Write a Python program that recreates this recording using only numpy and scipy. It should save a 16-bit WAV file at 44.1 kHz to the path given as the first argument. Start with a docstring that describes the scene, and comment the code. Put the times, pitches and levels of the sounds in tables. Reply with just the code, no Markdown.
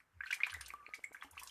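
"""In a small pen, ducks dabble in a metal bowl of watery feed, with a phone about a metre above.
Bills open air pockets that plop as short rising tones and throw sprays made of many tiny ringing drops.
Small bubbles, fine fizz and a low slosh, made of grains and filtered noise, fill the gaps.
One plink runs on as a thin wavering note; a dull knock, soft taps and low booms are fading tones.
The pen adds a short noise-like echo, and a faint steady air noise lies underneath."""
import sys
import numpy as np
from scipy import signal
from scipy.fft import rfft, irfft
from scipy.io import wavfile

SR = 44100
rng = np.random.default_rng(int(sys.argv[2]) if len(sys.argv) > 2 else 0)


def wav_out(sig):
    """Save sig, one row per channel (or a flat mono array), as 16-bit PCM at SR to the path in sys.argv[1]."""
    wavfile.write(sys.argv[1], SR, np.round(np.clip(np.atleast_2d(sig).T, -1, 1) * 32767).astype(np.int16))


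N = 66150  # samples: 1.5 seconds


def undb(db):
    """Turn decibels into a plain multiplier."""
    return 10 ** (np.asarray(db) / 20)


def unit(x):
    """Scale a sound to an average (rms) strength of 1."""
    return x / np.sqrt(np.mean(x ** 2) + 1e-20)


def clock():
    """Time of every sample, in seconds."""
    return np.arange(N) / SR


def frequencies():
    """Frequency of every spectrum step in Hz, plus 1 so that none is zero."""
    return np.arange(N // 2 + 1) * SR / N + 1


def curve(table, col=1):
    """Draw a level over time from rows of time and decibels."""
    rows = np.array(table)
    return undb(np.interp(clock(), rows[:, 0], rows[:, col]))


def colour(x, table):
    """Shape the tone of a sound by points of frequency and decibels."""
    hz, db = np.array(table).T
    gain = undb(np.interp(np.log(frequencies()), np.log(hz), db))
    return irfft(rfft(x) * gain, N)


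def band(hz, width_hz):
    """Random noise gathered around one pitch by a steep resonance, rms 1."""
    f = frequencies()
    resonance = 1 / (1 + ((f * f - hz * hz) / (f * width_hz)) ** 2)
    return unit(irfft(rfft(rng.standard_normal(N)) * resonance, N))


def swell(age, rise, decay):
    """Rise smoothly up to age 0, then die away exponentially."""
    attack = np.sin(np.pi / 2 * np.clip(1 + age / rise, 0, 1)) ** 2
    return attack * np.exp(-np.maximum(age, 0) / decay)


PLOP_GLIDE = 0.084  # share of the pitch; a pocket shrinks, so its pitch rises
GRAIN_SCATTER_DB = 3


def grains(start, length, hz, octaves, cycles, count):
    """A cloud of tiny ringing bubbles of scattered pitch and size, rms 1 over its length."""
    when = start + length * (np.arange(count) + rng.random(count)) / count
    pitch = np.clip(hz * 2 ** (octaves * rng.standard_normal(count)), 300, 16000)[:, None]
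    size = undb(GRAIN_SCATTER_DB * np.minimum(rng.exponential(size=count), 3))[:, None]
    k = np.arange(int(np.clip(3.5 * cycles * SR / hz, 96, 512)))  # samples within one grain
    turns = pitch * k / SR * (1 + PLOP_GLIDE * k / len(k) / 2)
    shape = (1 - np.exp(-turns ** 2)) * np.exp(-turns / cycles) * (1 - k / len(k))
    rings = size * np.sqrt(pitch / hz) * np.sin(2 * np.pi * turns) * shape
    # add every grain into the sound at its own moment
    at = np.maximum((when * SR).astype(int)[:, None] + k, 0)
    out = np.bincount(at.ravel(), rings.ravel(), N)
    return out[:N] * np.sqrt(length * SR / np.sum(out ** 2))


# air pockets opened by the bills, timed at their peak
# columns: peak_s [s], level_db [dB], pitch_hz [Hz], decay_ms [ms], froth [0-1]
PLOP_TABLE = [(0.2074, -32.5, 1580, 4.3, 0), (0.210, -36.5, 2250, 0.89, 0), (0.237, -32.5, 1803, 3.4, 0.1),
              (0.2619, -42.5, 1439, 7.4, 0), (0.268, -46.5, 2480, 19, 0.8), (0.306, -35.5, 1570, 7.4, 0.5),
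              (0.3089, -33.5, 2746, 6.1, 0.55), (0.327, -29.5, 1963, 4, 0.3),
              (0.3293, -27.5, 2280, 5.1, 0.17), (0.404, -34, 1670, 3.9, 1), (0.408, -34, 2017, 4.7, 0),
              (0.4348, -21.5, 2347, 2.9, 0.24), (0.4677, -35, 1690, 3.6, 1), (0.471, -43.5, 990, 4.5, 0.26),
              (0.4978, -39, 2850, 4.4, 0.9), (0.531, -41, 1570, 1.3, 1), (0.5454, -36.5, 1884, 5.2, 0.25),
              (0.611, -37.5, 1654, 2.5, 0.3), (0.7052, -32, 2253, 0.58, 0.03),
              (0.8657, -38, 2334, 0.76, 0.01), (0.9378, -34.5, 2176, 4.6, 0.19),
              (1.042, -32, 2132, 3.4, 0.01), (1.125, -52.5, 2190, 3, 0), (1.147, -44.5, 1560, 7.6, 1),
              (1.168, -47, 2190, 2.8, 0), (1.212, -53.5, 3250, 6.1, 0.1), (1.223, -38, 1930, 3.2, 1),
              (1.225, -47.5, 1160, 6.4, 0.86), (1.331, -57.5, 905, 9.9, 0.5), (1.37, -51.5, 1130, 11, 1),
              (1.379, -41, 2600, 5, 0.66), (1.393, -47.5, 2420, 8.6, 0.06), (1.416, -49, 988, 9.9, 0.14),
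              (1.427, -48.5, 1026, 7.9, 0.46), (1.465, -53, 1044, 4.4, 0.15), (1.496, -49, 3100, 3.3, 0)]
PLOP_RISE_S, GLIDE_S = 0.0016, 0.0064
FROTH_WIDTH = 0.35  # width of the froth noise, as a share of the pitch
# small bubbles that break off each frothy plop
SHED_DB, SHED_S, SHED_OCT, SHED_CYCLES = -15, .016, 0.37, 2.96


def plops():
    """Each air pocket rings for a few cycles, rising in pitch; froth roughens it and sheds smaller bubbles."""
    out = np.zeros(N)
    for peak_s, level_db, pitch_hz, decay_ms, froth in PLOP_TABLE:
        age = clock() - peak_s
        froth = np.clip(froth, 0, 1)
        glide = 1 + PLOP_GLIDE * np.tanh(age / GLIDE_S)
        phase = 2 * np.pi * np.cumsum(pitch_hz * glide) / SR
        clear = np.sin(phase - phase[int(peak_s * SR)])
        rough = band(pitch_hz, pitch_hz * FROTH_WIDTH)
        tone = clear * np.sqrt(1 - froth) + rough * np.sqrt(froth / 2)
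        body = swell(age, PLOP_RISE_S, decay_ms / 1000) * tone
        shed = grains(peak_s, 4 * SHED_S, pitch_hz, SHED_OCT, SHED_CYCLES, count=24)
        shed = shed * swell(age, PLOP_RISE_S, SHED_S)
        out += undb(level_db) * (body + undb(SHED_DB) * np.sqrt(froth) * shed)
    return out


# bursts of droplets, timed at their peak
# columns: peak_s [s], level_db [dB], centre_hz [Hz], spread_octaves [octaves], decay_ms [ms]
SPRAY_TABLE = [(0.26, -57.5, 4160, 0.05, 9), (0.31, -52, 5060, 0.68, 6.7), (0.329, -43.5, 6440, 0.46, 6.3),
               (0.343, -43.5, 6820, 0.77, 8.5), (0.467, -54, 7700, 0.44, 9.4),
               (0.503, -50, 4050, 0.56, 6.1), (0.519, -51, 9500, 0.046, 4.9),
               (0.54, -43.5, 6200, 0.75, 2.4), (0.6111, -46.5, 4740, 0.704, 6.3),
               (0.61, -47.5, 9130, 0.056, 7.9), (0.662, -48.5, 5090, 0.63, 7.1),
               (0.683, -48, 10130, 0.68, 6.1), (0.7368, -53.5, 6760, 0.63, 1.5),
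               (0.862, -62.5, 4240, 0.022, 4.16), (0.945, -53, 5840, 0.59, 12.6),
               (1.039, -57, 9200, 0.72, 7.3), (1.044, -42, 7590, 0.05, 2.5), (1.133, -61.5, 8920, 0.48, 21),
               (1.234, -60.5, 5400, 1.23, 13.2), (1.312, -56, 10170, 0.51, 7.5),
               (1.397, -51.5, 7760, 0.56, 7.4), (1.434, -42.5, 10730, 0.5, 3.3),
               (1.474, -49.5, 5130, 0.46, 7.9)]
SPRAY_RISE_SHARE = 0.42  # rise time as a share of the decay
DROP_CYCLES = 14  # ringing of a fine drop


def sprays():
    """Bursts of droplets; those of nearly one size ring longer and whistle."""
    out = np.zeros(N)
    for peak_s, level_db, centre_hz, spread_octaves, decay_ms in SPRAY_TABLE:
        decay = decay_ms / 1000
        rise = SPRAY_RISE_SHARE * decay
        cycles = DROP_CYCLES / (2 * max(spread_octaves, .05))
        drops = grains(peak_s - rise, rise + 5 * decay, centre_hz, spread_octaves, cycles, count=260)
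        out += undb(level_db) * swell(clock() - peak_s, rise, decay) * drops
    return out


# how busy the dabbling is
# columns: time_s [s], bubbles_db [dB], fizz_db [dB]
DABBLE_TABLE = [(0, -61, -77.5), (0.05, -102, -98.5), (0.19, -80, -92.5), (0.27, -70, -67.5),
                (0.39, -64.5, -76), (0.48, -56.5, -68.5), (0.68, -62.5, -76.5), (0.78, -70, -84.5),
                (1.02, -74, -78), (1.10, -79, -95), (1.24, -64, -74), (1.31, -72, -87), (1.39, -64, -66),
                (1.5, -69, -64.5)]
BUBBLE_HZ, BUBBLE_OCT, BUBBLE_CYCLES = 1664, 0.493, 5.3
FIZZ_HZ, FIZZ_OCT = 7340, 0.815


def dabbling():
    """Small ringing bubbles and a much denser, higher fizz as the bills stir the feed."""
    bubbles = grains(0, N / SR, BUBBLE_HZ, BUBBLE_OCT, BUBBLE_CYCLES, count=420)
    fizz = grains(0, N / SR, FIZZ_HZ, FIZZ_OCT, DROP_CYCLES, count=5000)
    return bubbles * curve(DABBLE_TABLE) + fizz * curve(DABBLE_TABLE, 2)


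# level of the stirred feed's low slosh
# columns: time_s [s], level_db [dB]
SLOSH_LEVEL = [(0, -104), (0.45, -77.5), (0.57, -82.5), (0.66, -78), (1.5, -80)]
SLOSH_HZ, SLOSH_WIDTH_HZ = 440, 1280


def slosh():
    """Broad low noise that rises and falls as the feed is stirred."""
    return band(SLOSH_HZ, SLOSH_WIDTH_HZ) * curve(SLOSH_LEVEL)


# pitch of the wavering note, up to its end
# columns: time_s [s], pitch_hz [Hz]
NOTE_PITCH = [(0.739, 1159), (0.79, 1195), (0.823, 1131), (0.859, 1215), (0.965, 1269)]
RING_S, RING_DB, RING_DECAY_S = .7378, -37.5, 0.0036
RING_TAIL_DB, RING_FADE_S = -54.5, 0.28


def ring():
    """A plink that runs on as a thin, fluttering note whose pitch wavers and ends higher."""
    age = clock() - RING_S
    when, hz = np.array(NOTE_PITCH).T
    phase = 2 * np.pi * np.cumsum(np.interp(clock(), when, hz)) / SR
    plink = undb(RING_DB) * swell(age, 0.00044, RING_DECAY_S)
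    flutter = (.5 + np.abs(band(26., 30.))) / 2  # slow random noise shakes the level
    stop = np.clip((when[-1] - clock()) / RING_DECAY_S + 1, 0, 1)
    fade = swell(age - RING_DECAY_S, RING_DECAY_S, RING_FADE_S)
    tail = undb(RING_TAIL_DB) * fade * stop * flutter
    return (plink + tail) * np.sin(phase)


# tones of the nudged bowl
# columns: pitch_hz [Hz], level_db [dB]
KNOCK_TONES = [(283.6, -58), (840, -55.5), (61.6, -64)]
KNOCK_S, KNOCK_DECAY_S = 1.247, 0.015


def knock():
    """A nudge makes the bowl sound several tones at once, which die away as one dull knock."""
    age = clock() - KNOCK_S
    tones = sum(undb(level_db) * np.sin(2 * np.pi * hz * age) for hz, level_db in KNOCK_TONES)
    return tones * swell(age, 0.0022, KNOCK_DECAY_S)


# soft taps, timed at the thud
# columns: thud_s [s], level_db [dB]
TAP_TABLE = [(0.573, -49), (0.890, -45), (0.993, -46), (1.118, -45)]
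TAP_HZ, TAP_DECAY_S = 550, 0.00071
TAP_LEAD_S, TAP_LEAD_DB, TAP_LEAD_HZ = 0.00505, -12, 392  # the touch ahead of the thud


def taps():
    """Dull double taps: a light touch, then a thud of about one cycle."""
    out = np.zeros(N)
    for thud_s, level_db in TAP_TABLE:
        age = clock() - thud_s
        lead_age = age + TAP_LEAD_S
        touch = swell(lead_age, 0.0052, 0.0013) * np.sin(2 * np.pi * TAP_LEAD_HZ * lead_age)
        thud = -swell(age, 0.0003, TAP_DECAY_S) * np.sin(2 * np.pi * TAP_HZ * age - np.pi / 2 + .5)
        out += undb(level_db) * (thud + undb(TAP_LEAD_DB) * touch)
    return out


# low booms, timed at their peak
# columns: peak_s [s], level_db [dB], rise_s [s], decay_s [s]
BOOM_TABLE = [(0.18, -59.5, 0.063, 0.045), (0.555, -54, 0.052, 0.09), (1.339, -63, 0.032, 0.084)]
BOOM_HZ, BOOM_SAG_HZ, BOOM_SAG_S = 82.7, 20.76, .055  # pitch at the peak, and its fall


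def booms(rough=0.22):
    """Faint low tones that sag in pitch, roughened by a little noise."""
    out = np.zeros(N)
    for peak_s, level_db, rise_s, decay_s in BOOM_TABLE:
        age = clock() - peak_s
        pitch = BOOM_HZ - BOOM_SAG_HZ * np.tanh(age / BOOM_SAG_S)
        tone = np.sin(2 * np.pi * np.cumsum(pitch) / SR)
        out += undb(level_db) * swell(age, rise_s, decay_s) * (tone + rough * band(BOOM_HZ, BOOM_HZ))
    return out


# echo of the pen; t60_s is the time to fall by 60 dB
# columns: centre_hz [Hz], level_db [dB], t60_s [s]
PEN_ECHO = [(300, -6.5, 0.22), (870, -6, 0.11), (3240, -5.5, 0.16), (11300, -8.5, 0.24)]
PEN_DELAY_S = 0.0016


def pen(x):
    """Short diffuse echo of floor and walls: fading noise with its own level and decay in each band."""
    echo = np.zeros(N)
    centres = np.log([row[0] for row in PEN_ECHO])
    # each row of the identity matrix picks out one band, blending into its neighbours
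    for share, (centre_hz, level_db, t60_s) in zip(np.eye(len(PEN_ECHO)), PEN_ECHO):
        fall = swell(clock() - PEN_DELAY_S, PEN_DELAY_S / 2, t60_s / np.log(1000))
        weight = np.sqrt(np.interp(np.log(frequencies()), centres, share))
        noise = irfft(rfft(rng.standard_normal(N)) * weight, N)
        echo += undb(level_db) * noise * fall / np.sqrt(np.sum(fall ** 2))
    return signal.fftconvolve(x, echo)[:N]


# tone of the steady air noise; only the differences between levels count
# columns: frequency_hz [Hz], relative_level_db [dB]
AIR_TONE = [(25, -4), (60, 8.5), (500, -5.5), (1600, 3), (2300, -7.5), (4000, -16), (15000, -20.5)]
AIR_DB = -78


def air():
    """Steady random noise, strongest in the lows."""
    return undb(AIR_DB) * unit(colour(rng.standard_normal(N), AIR_TONE))


# how much of the side sound is let through at each frequency
# columns: frequency_hz [Hz], gain_db [dB]
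SIDE_GAIN = [(3800, -55.5), (8000, -4), (13000, -5)]


def scene():
    """The bowl sits in the centre; droplets and the treble of echo and air spread sideways."""
    near = plops() + sprays() + dabbling() + slosh() + ring() + knock()
    mid = near + pen(near) + taps() + booms() + air()
    # fresh random draws make the side differ from the middle
    side = colour(pen(near) + sprays() / 2 + air(), SIDE_GAIN)
    return np.array([mid + side, mid - side])


TOP_HZ = 14400


def record(dry):
    """The phone cuts the top: a steep filter removes what lies above its limit."""
    top_cut = signal.ellip(10, .2, 70, TOP_HZ, fs=SR, output="sos")
    return signal.sosfilt(top_cut, dry)


dry = scene()
out = record(dry)
wav_out(out)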